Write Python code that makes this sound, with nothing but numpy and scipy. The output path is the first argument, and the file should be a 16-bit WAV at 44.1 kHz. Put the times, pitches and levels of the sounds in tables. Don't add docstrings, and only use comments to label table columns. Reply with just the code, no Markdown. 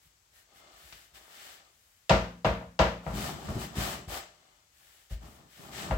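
import sys
import numpy as np
from scipy import signal
from scipy.fft import rfft, irfft, next_fast_len
from scipy.io import wavfile
from scipy.ndimage import uniform_filter1d

SR = 44100
rng = np.random.default_rng(int(sys.argv[2]) if len(sys.argv) > 2 else 0)


def digitize_waveform(pressure):
    field = np.atleast_2d(pressure).T
    bounded = np.clip(field, -1, 1)
    quanta = np.round(bounded * 32767).astype(np.int16)
    wavfile.write(sys.argv[1], SR, quanta)


N = 263277
TIME_S = np.arange(N) / SR
RING_S = TIME_S[:SR * 3 // 5]
ROOM_T60_S, MIC_GAP_M = 0.41, 0.17
FULL_KNOCK_DB, FULL_PUSH_HZ = -18.5, 240
ONSET_SAMPLES = 2200

# start in seconds, clack in dB, thud in dB, floor slap in dB.
KNOCKS = [(2.095, -19.5, -22.5, -6), (2.446, -24, -28.5, -19), (2.611, -46.5, -49.5, -38),
          (2.791, -20.5, -24.5, -21), (3.065, -38.5, -35.5, -27), (3.486, -44, -35, -30.5),
          (5.909, -32, -33.5, -9.5)]
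# start in seconds, thud in dB, thud cutoff in Hz.
BUMPS = [(0.054, -66.5, 91), (0.72, -66, 49.2), (0.83, -61.5, 49.5), (0.927, -64, 129), (1.118, -67, 70),
         (3.134, -36, 220), (3.561, -35.5, 393), (3.766, -32, 158), (4.07, -42.5, 93), (5.108, -29.5, 27.2),
         (5.899, -28.5, 54.9)]
def tray_clacks(slap_hz=790, slap_t60_s=0.013, bump_offset_db=-26):
    out = np.zeros((2, N))
    slap = np.sin(2 * np.pi * slap_hz * RING_S) * fade(slap_t60_s) * (1 - np.exp(-RING_S * slap_hz))
    for start_s, clack_db, _, slap_db in KNOCKS:
        add(out, start_s, clack(clack_db))
        add(out, start_s + seat_time_s(clack_db), amp(slap_db) * slap)
    for start_s, thud_db, cutoff_hz in BUMPS:
        firmness_db = 0.12 * 20 * np.log10(cutoff_hz / FULL_PUSH_HZ)
        add(out, start_s, clack(thud_db + bump_offset_db + firmness_db))
    return out


# frequency in Hz, level in dB, nominal T60 in seconds.
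TRAY_MODES = [(469, -9, .45), (543, -6, .3), (587, -8, .35), (642, 1, .3), (690, -8, .2), (792, -7, .28),
              (948, -8, .3), (1000, -10, .28), (1203, -10, .33), (1366, -11, .28), (2730, -18, .25)]
# frequency in Hz, density in dB.
CLATTER_SPECTRUM = [(150, -22.5), (400, -20.5), (520, -6.5), (720, -9.5), (1050, -11), (1600, -14),
                    (2200, -17), (2900, -20.5), (5000, -26.5), (7800, -30), (8900, -38.5), (15000, -38)]
# frequency in Hz, density in dB.
RIM_SPECTRUM = [(300, -23.5), (1000, 3), (2000, -1.5), (3000, 7), (5000, 0), (7700, -10), (9000, -21.5),
                (15000, -40)]
def clack(db, full_contact_hz=5300, full_crack_db=-20.5):
    force = amp(db - FULL_KNOCK_DB)
    seating = 1 - np.exp(-np.pi * RING_S / seat_time_s(db))
    modes = unit(ring(TRAY_MODES, t60_scale=0.96), ONSET_SAMPLES)
    decay = fade(ROOM_T60_S) + amp(3) * fade(t60_s=0.0089)
    clatter = unit(colour(diffuse(len(RING_S)) * decay, CLATTER_SPECTRUM), ONSET_SAMPLES)
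    tray = soften(seating * (modes + clatter), full_contact_hz * force ** 0.43)
    crack = burst(RIM_SPECTRUM, t60_s=0.028, echo_db=-12)
    return amp(db) * unit(tray, ONSET_SAMPLES) + amp(full_crack_db) * force ** 4 * crack


def seat_time_s(db, full_seat_s=0.022):
    return full_seat_s * amp(db - FULL_KNOCK_DB) ** 2.665


def worktop_thuds():
    out = np.zeros((2, N))
    for start_s, clack_db, thud_db, _ in KNOCKS:
        force = amp(clack_db - FULL_KNOCK_DB)
        landing_s = start_s + seat_time_s(clack_db) / 2
        add(out, landing_s, amp(thud_db) * thud(FULL_PUSH_HZ * force ** 0.17, t60_scale=1))
    for start_s, thud_db, cutoff_hz in BUMPS:
        add(out, start_s, amp(thud_db) * thud(cutoff_hz, t60_scale=0.91))
    return out


# frequency in Hz, level in dB, nominal T60 in seconds.
WORKTOP_MODES = [(55.33, -1, 0.4), (73.2, 0.5, 0.14), (116.3, -5.5, 0.44), (150, 4.5, 0.13),
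                 (175.5, -10, 0.86), (203.1, -2.5, 0.44), (248.7, -18, 0.82), (302, -8.5, 0.12),
                 (370.6, -3, 0.41)]
def thud(cutoff_hz, t60_scale, rise_s=0.0014, boom_db=-4):
    modes = unit(ring(WORKTOP_MODES, t60_scale), ONSET_SAMPLES)
    boom_hz_db = [(40, -25), (70, 4.5), (150, -6), (330, 1.5), (900, -25.5)]
    boom = colour(diffuse(len(RING_S)) * fade(ROOM_T60_S * t60_scale), boom_hz_db)
    push = (modes + amp(boom_db) * unit(boom, ONSET_SAMPLES)) * (1 - np.exp(-RING_S / rise_s))
    return unit(soften(push, cutoff_hz), ONSET_SAMPLES)


# start in seconds, end in seconds, base level in dB.
NET_STROKES = [(0.0, 0.09, -69), (0.316, 0.435, -63), (0.53, 0.615, -63.5), (0.7, 1.1, -58),
               (1.134, 1.193, -54), (1.162, 1.35, -63), (1.28, 1.598, -52.5), (1.617, 2.127, -74),
               (4.7, 5.1, -64), (5.093, 5.152, -52.5), (5.207, 5.413, -65), (5.468, 5.746, -58),
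               (5.71, 5.875, -42.5)]
PEPPER_SCOOPS = [(3.125, 3.328, -41.5), (3.576, 3.673, -44), (3.747, 3.891, -37.5), (3.82, 3.97, -41.5),
                 (4.076, 4.208, -41)]
TRAY_DRAGS = [(3.02, 3.44, -41.5), (3.37, 3.67, -41.5), (3.68, 4.03, -43.5), (5.2, 5.3, -51.5),
              (5.24, 5.5, -59), (5.55, 5.8, -50), (5.75, 5.99, -42)]
JOINT_TWISTS = [(0.46, 0.89, -58.5), (1.08, 1.73, -60), (4.2, 4.66, -66)]
# frequency in Hz, density in dB.
NET_SPECTRUM = [(300, -28), (900, -20.5), (1250, -3.5), (1550, 0), (2100, -2.5), (2450, -2.5), (3300, -2.5),
                (5000, -5), (6800, -9), (7800, -5), (8700, -17), (15000, -42)]
FLOOR_SPECTRUM = [(120, -8.5), (230, -9), (330, -1), (450, -3), (600, -6.5), (690, 3), (790, -0.5),
                  (1000, -1.5), (1250, 1.5), (2000, -25.5)]
SHUDDER_SPECTRUM = [(40, -16.5), (65, 9), (95, -5.5), (140, 7), (200, 5), (280, -3), (400, -3),
                    (700, -31.5)]
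# frequency in Hz, nominal width in Hz, gain in dB.
WALL_MODES = [(595.5, 22, 9.5), (780, 20, 0.5), (1300, 100, -24), (1813, 120, -1.5), (2072, 46, -4),
              (3000, 130, -4), (3550, 210, -17.5), (4970, 230, -21.5)]
SCRAPE_MODES = [(1215, 70, 11), (2100, 45, 6), (2980, 90, 4), (3460, 50, 6), (4110, 60, 0), (4510, 90, 0)]
def rubbing():
    slides = NET_STROKES + PEPPER_SCOOPS + offset_db(TRAY_DRAGS, -9)
    presses = (offset_db(NET_STROKES, -11) + offset_db(PEPPER_SCOOPS, -2)
               + offset_db(TRAY_DRAGS, -4.5) + offset_db(JOINT_TWISTS, -5))
    shoves = TRAY_DRAGS + offset_db(JOINT_TWISTS, -15)
    rustle = friction(slides, NET_SPECTRUM, slips_per_s=6700, tail_db=-0.5)
    scrape = friction(offset_db(JOINT_TWISTS, -4.5), NET_SPECTRUM, slips_per_s=700, tail_db=4.5)
    rub = friction(presses, FLOOR_SPECTRUM, slips_per_s=800, tail_db=-0.5)
    shudder = friction(shoves, SHUDDER_SPECTRUM, slips_per_s=170, tail_db=4)
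    return resonate(rustle + rub, WALL_MODES) + resonate(scrape, SCRAPE_MODES) + shudder


# frequency in Hz, density in dB.
GRIT_SPECTRUM = [(3000, -42), (7500, -2.5), (9000, 3.5), (11000, 2), (13500, 3.5), (16000, 4)]
def pepper(light_touch_db=-59.5, throw_s=0.036, throw_db=-26.5, settle_t60_s=0.55):
    brushed = [(start_s, end_s, light_touch_db + 0.65 * (db - light_touch_db))
               for start_s, end_s, db in NET_STROKES]
    swept = brushed + offset_db(PEPPER_SCOOPS, -2.5) + offset_db(TRAY_DRAGS, -20)
    thrown = [(start_s, start_s + throw_s, db + throw_db) for start_s, db, *_ in KNOCKS]
    hiss = friction(swept, GRIT_SPECTRUM, slips_per_s=5000, tail_db=0.5, tail_t60_s=0.19)
    trickle = friction(thrown, GRIT_SPECTRUM, slips_per_s=2800, tail_db=0.5, tail_t60_s=settle_t60_s)
    return hiss + trickle


# start in seconds, level in dB.
STRAND_SNAPS = [(0.925, -46), (1.155, -55), (3.765, -54)]
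def net_snaps():
    out = np.zeros((2, N))
    snap_hz_db = [(200, 0), (600, 4.5), (2000, 8.5), (4500, 5.5), (8000, -8), (15000, -18)]
    for start_s, db in STRAND_SNAPS:
        add(out, start_s, amp(db) * burst(snap_hz_db, t60_s=0.05, echo_db=-7))
    return out


# frequency in Hz, density in dB.
HUSH_SPECTRUM = [(20, -11), (55, -2), (110, -8.5), (250, -20.5), (600, -19), (1200, -16), (3000, -18),
                 (7800, -18), (9000, -24), (16000, -25.5)]
def kitchen_hush(level_db=-67.5):
    return amp(level_db) * unit(colour(diffuse(N), HUSH_SPECTRUM))


def friction(strokes, spectrum, slips_per_s, tail_db, tail_t60_s=ROOM_T60_S):
    power = np.zeros(N)
    for start_s, end_s, db in strokes:
        moving = np.flatnonzero((TIME_S > start_s) & (TIME_S < end_s))
        power[moving] += amp(db) ** 2 * np.hanning(len(moving)) ** 0.7
    impulses = (rng.random(N) < slips_per_s / SR) * rng.exponential(size=N)
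    slips = uniform_filter1d(impulses, size=16).clip(0)
    pole = np.exp(-2 * np.log(1000) / (tail_t60_s * SR))
    tail = amp(tail_db) ** 2 * signal.lfilter([1 - pole], [1, -pole], power)
    envelope = np.sqrt((power * slips / slips.mean() + tail) / (1 + amp(tail_db) ** 2))
    filter_gain = np.linalg.norm(colour(signal.unit_impulse(len(RING_S)), spectrum))
    return colour(diffuse(N) * envelope, spectrum) / filter_gain


def burst(spectrum, t60_s, echo_db):
    decay = fade(t60_s) + amp(echo_db) * fade(ROOM_T60_S)
    return unit(colour(diffuse(len(RING_S)) * decay, spectrum), samples=220)


def ring(modes, t60_scale):
    draws = rng.standard_normal((len(modes), 2))
    detunes = 1 + 0.005 * draws[:, 0]
    signs = np.sign(draws[:, 1])
    return sum(sign * amp(db) * np.sin(2 * np.pi * hz * detune * RING_S) * fade(t60_s * t60_scale)
               for (hz, db, t60_s), detune, sign in zip(modes, detunes, signs))


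def resonate(x, modes):
    return x + sum(amp(db) * signal.lfilter(*signal.iirpeak(hz, hz / max(width_hz, 40), fs=SR), x)
                   for hz, width_hz, db in modes)


def diffuse(samples):
    coherence = np.sinc(2 * np.fft.rfftfreq(samples, 1 / SR) * MIC_GAP_M / 343)
    white = rfft(rng.standard_normal((2, samples)))
    mid, side = irfft(white * np.sqrt([1 + coherence, 1 - coherence]), samples)
    return unit(np.array([mid + side, mid - side]))


def colour(x, spectrum):
    size = next_fast_len(2 * x.shape[-1], real=True) // 2 * 2
    hz, db = np.transpose(spectrum)
    grid_hz = np.maximum(np.fft.rfftfreq(size, 1 / SR), 1)
    gain = amp(np.interp(np.log(grid_hz), np.log(hz), db))
    cepstrum = irfft(np.log(gain))
    cepstrum[1:size // 2] *= 2
    cepstrum[size // 2 + 1:] = 0
    return irfft(rfft(x, size) * np.exp(rfft(cepstrum)))[..., :x.shape[-1]]


def soften(x, cutoff_hz):
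    return signal.sosfilt(signal.butter(2, min(cutoff_hz, SR / 3), fs=SR, output="sos"), x)


def fade(t60_s):
    return np.exp(-np.log(1000) * RING_S / t60_s)


def amp(db):
    return 10 ** (np.asarray(db) / 20)


def unit(x, samples=None):
    return x / np.sqrt(np.mean(x[..., :samples] ** 2))


def offset_db(strokes, db):
    return [(start_s, end_s, level_db + db) for start_s, end_s, level_db in strokes]


def add(out, start_s, x):
    start = int(start_s * SR)
    out[:, start:start + x.shape[-1]] += x[..., :N - start]


# frequency in Hz, left minus right in dB.
LEFT_BIAS = [(60, 2), (200, 1.5), (400, 1), (750, 1.2), (1300, 2.5), (2400, 4.5), (4400, 5), (7900, 10),
             (8800, 0.5)]
def scene():
    mix = tray_clacks() + worktop_thuds() + rubbing() + pepper() + net_snaps() + kitchen_hush()
    return np.array([colour(channel, [(hz, side * db / 2) for hz, db in LEFT_BIAS])
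                     for channel, side in zip(mix, (1, -1))])


def record(dry):
    low_hz, top_hz = 42, 15850
    dry = signal.sosfilt(signal.butter(6, low_hz, "high", fs=SR, output="sos"), dry)
    return signal.sosfilt(signal.ellip(10, 0.2, 90, top_hz, fs=SR, output="sos"), dry)


dry = scene()
out = record(dry)
digitize_waveform(out)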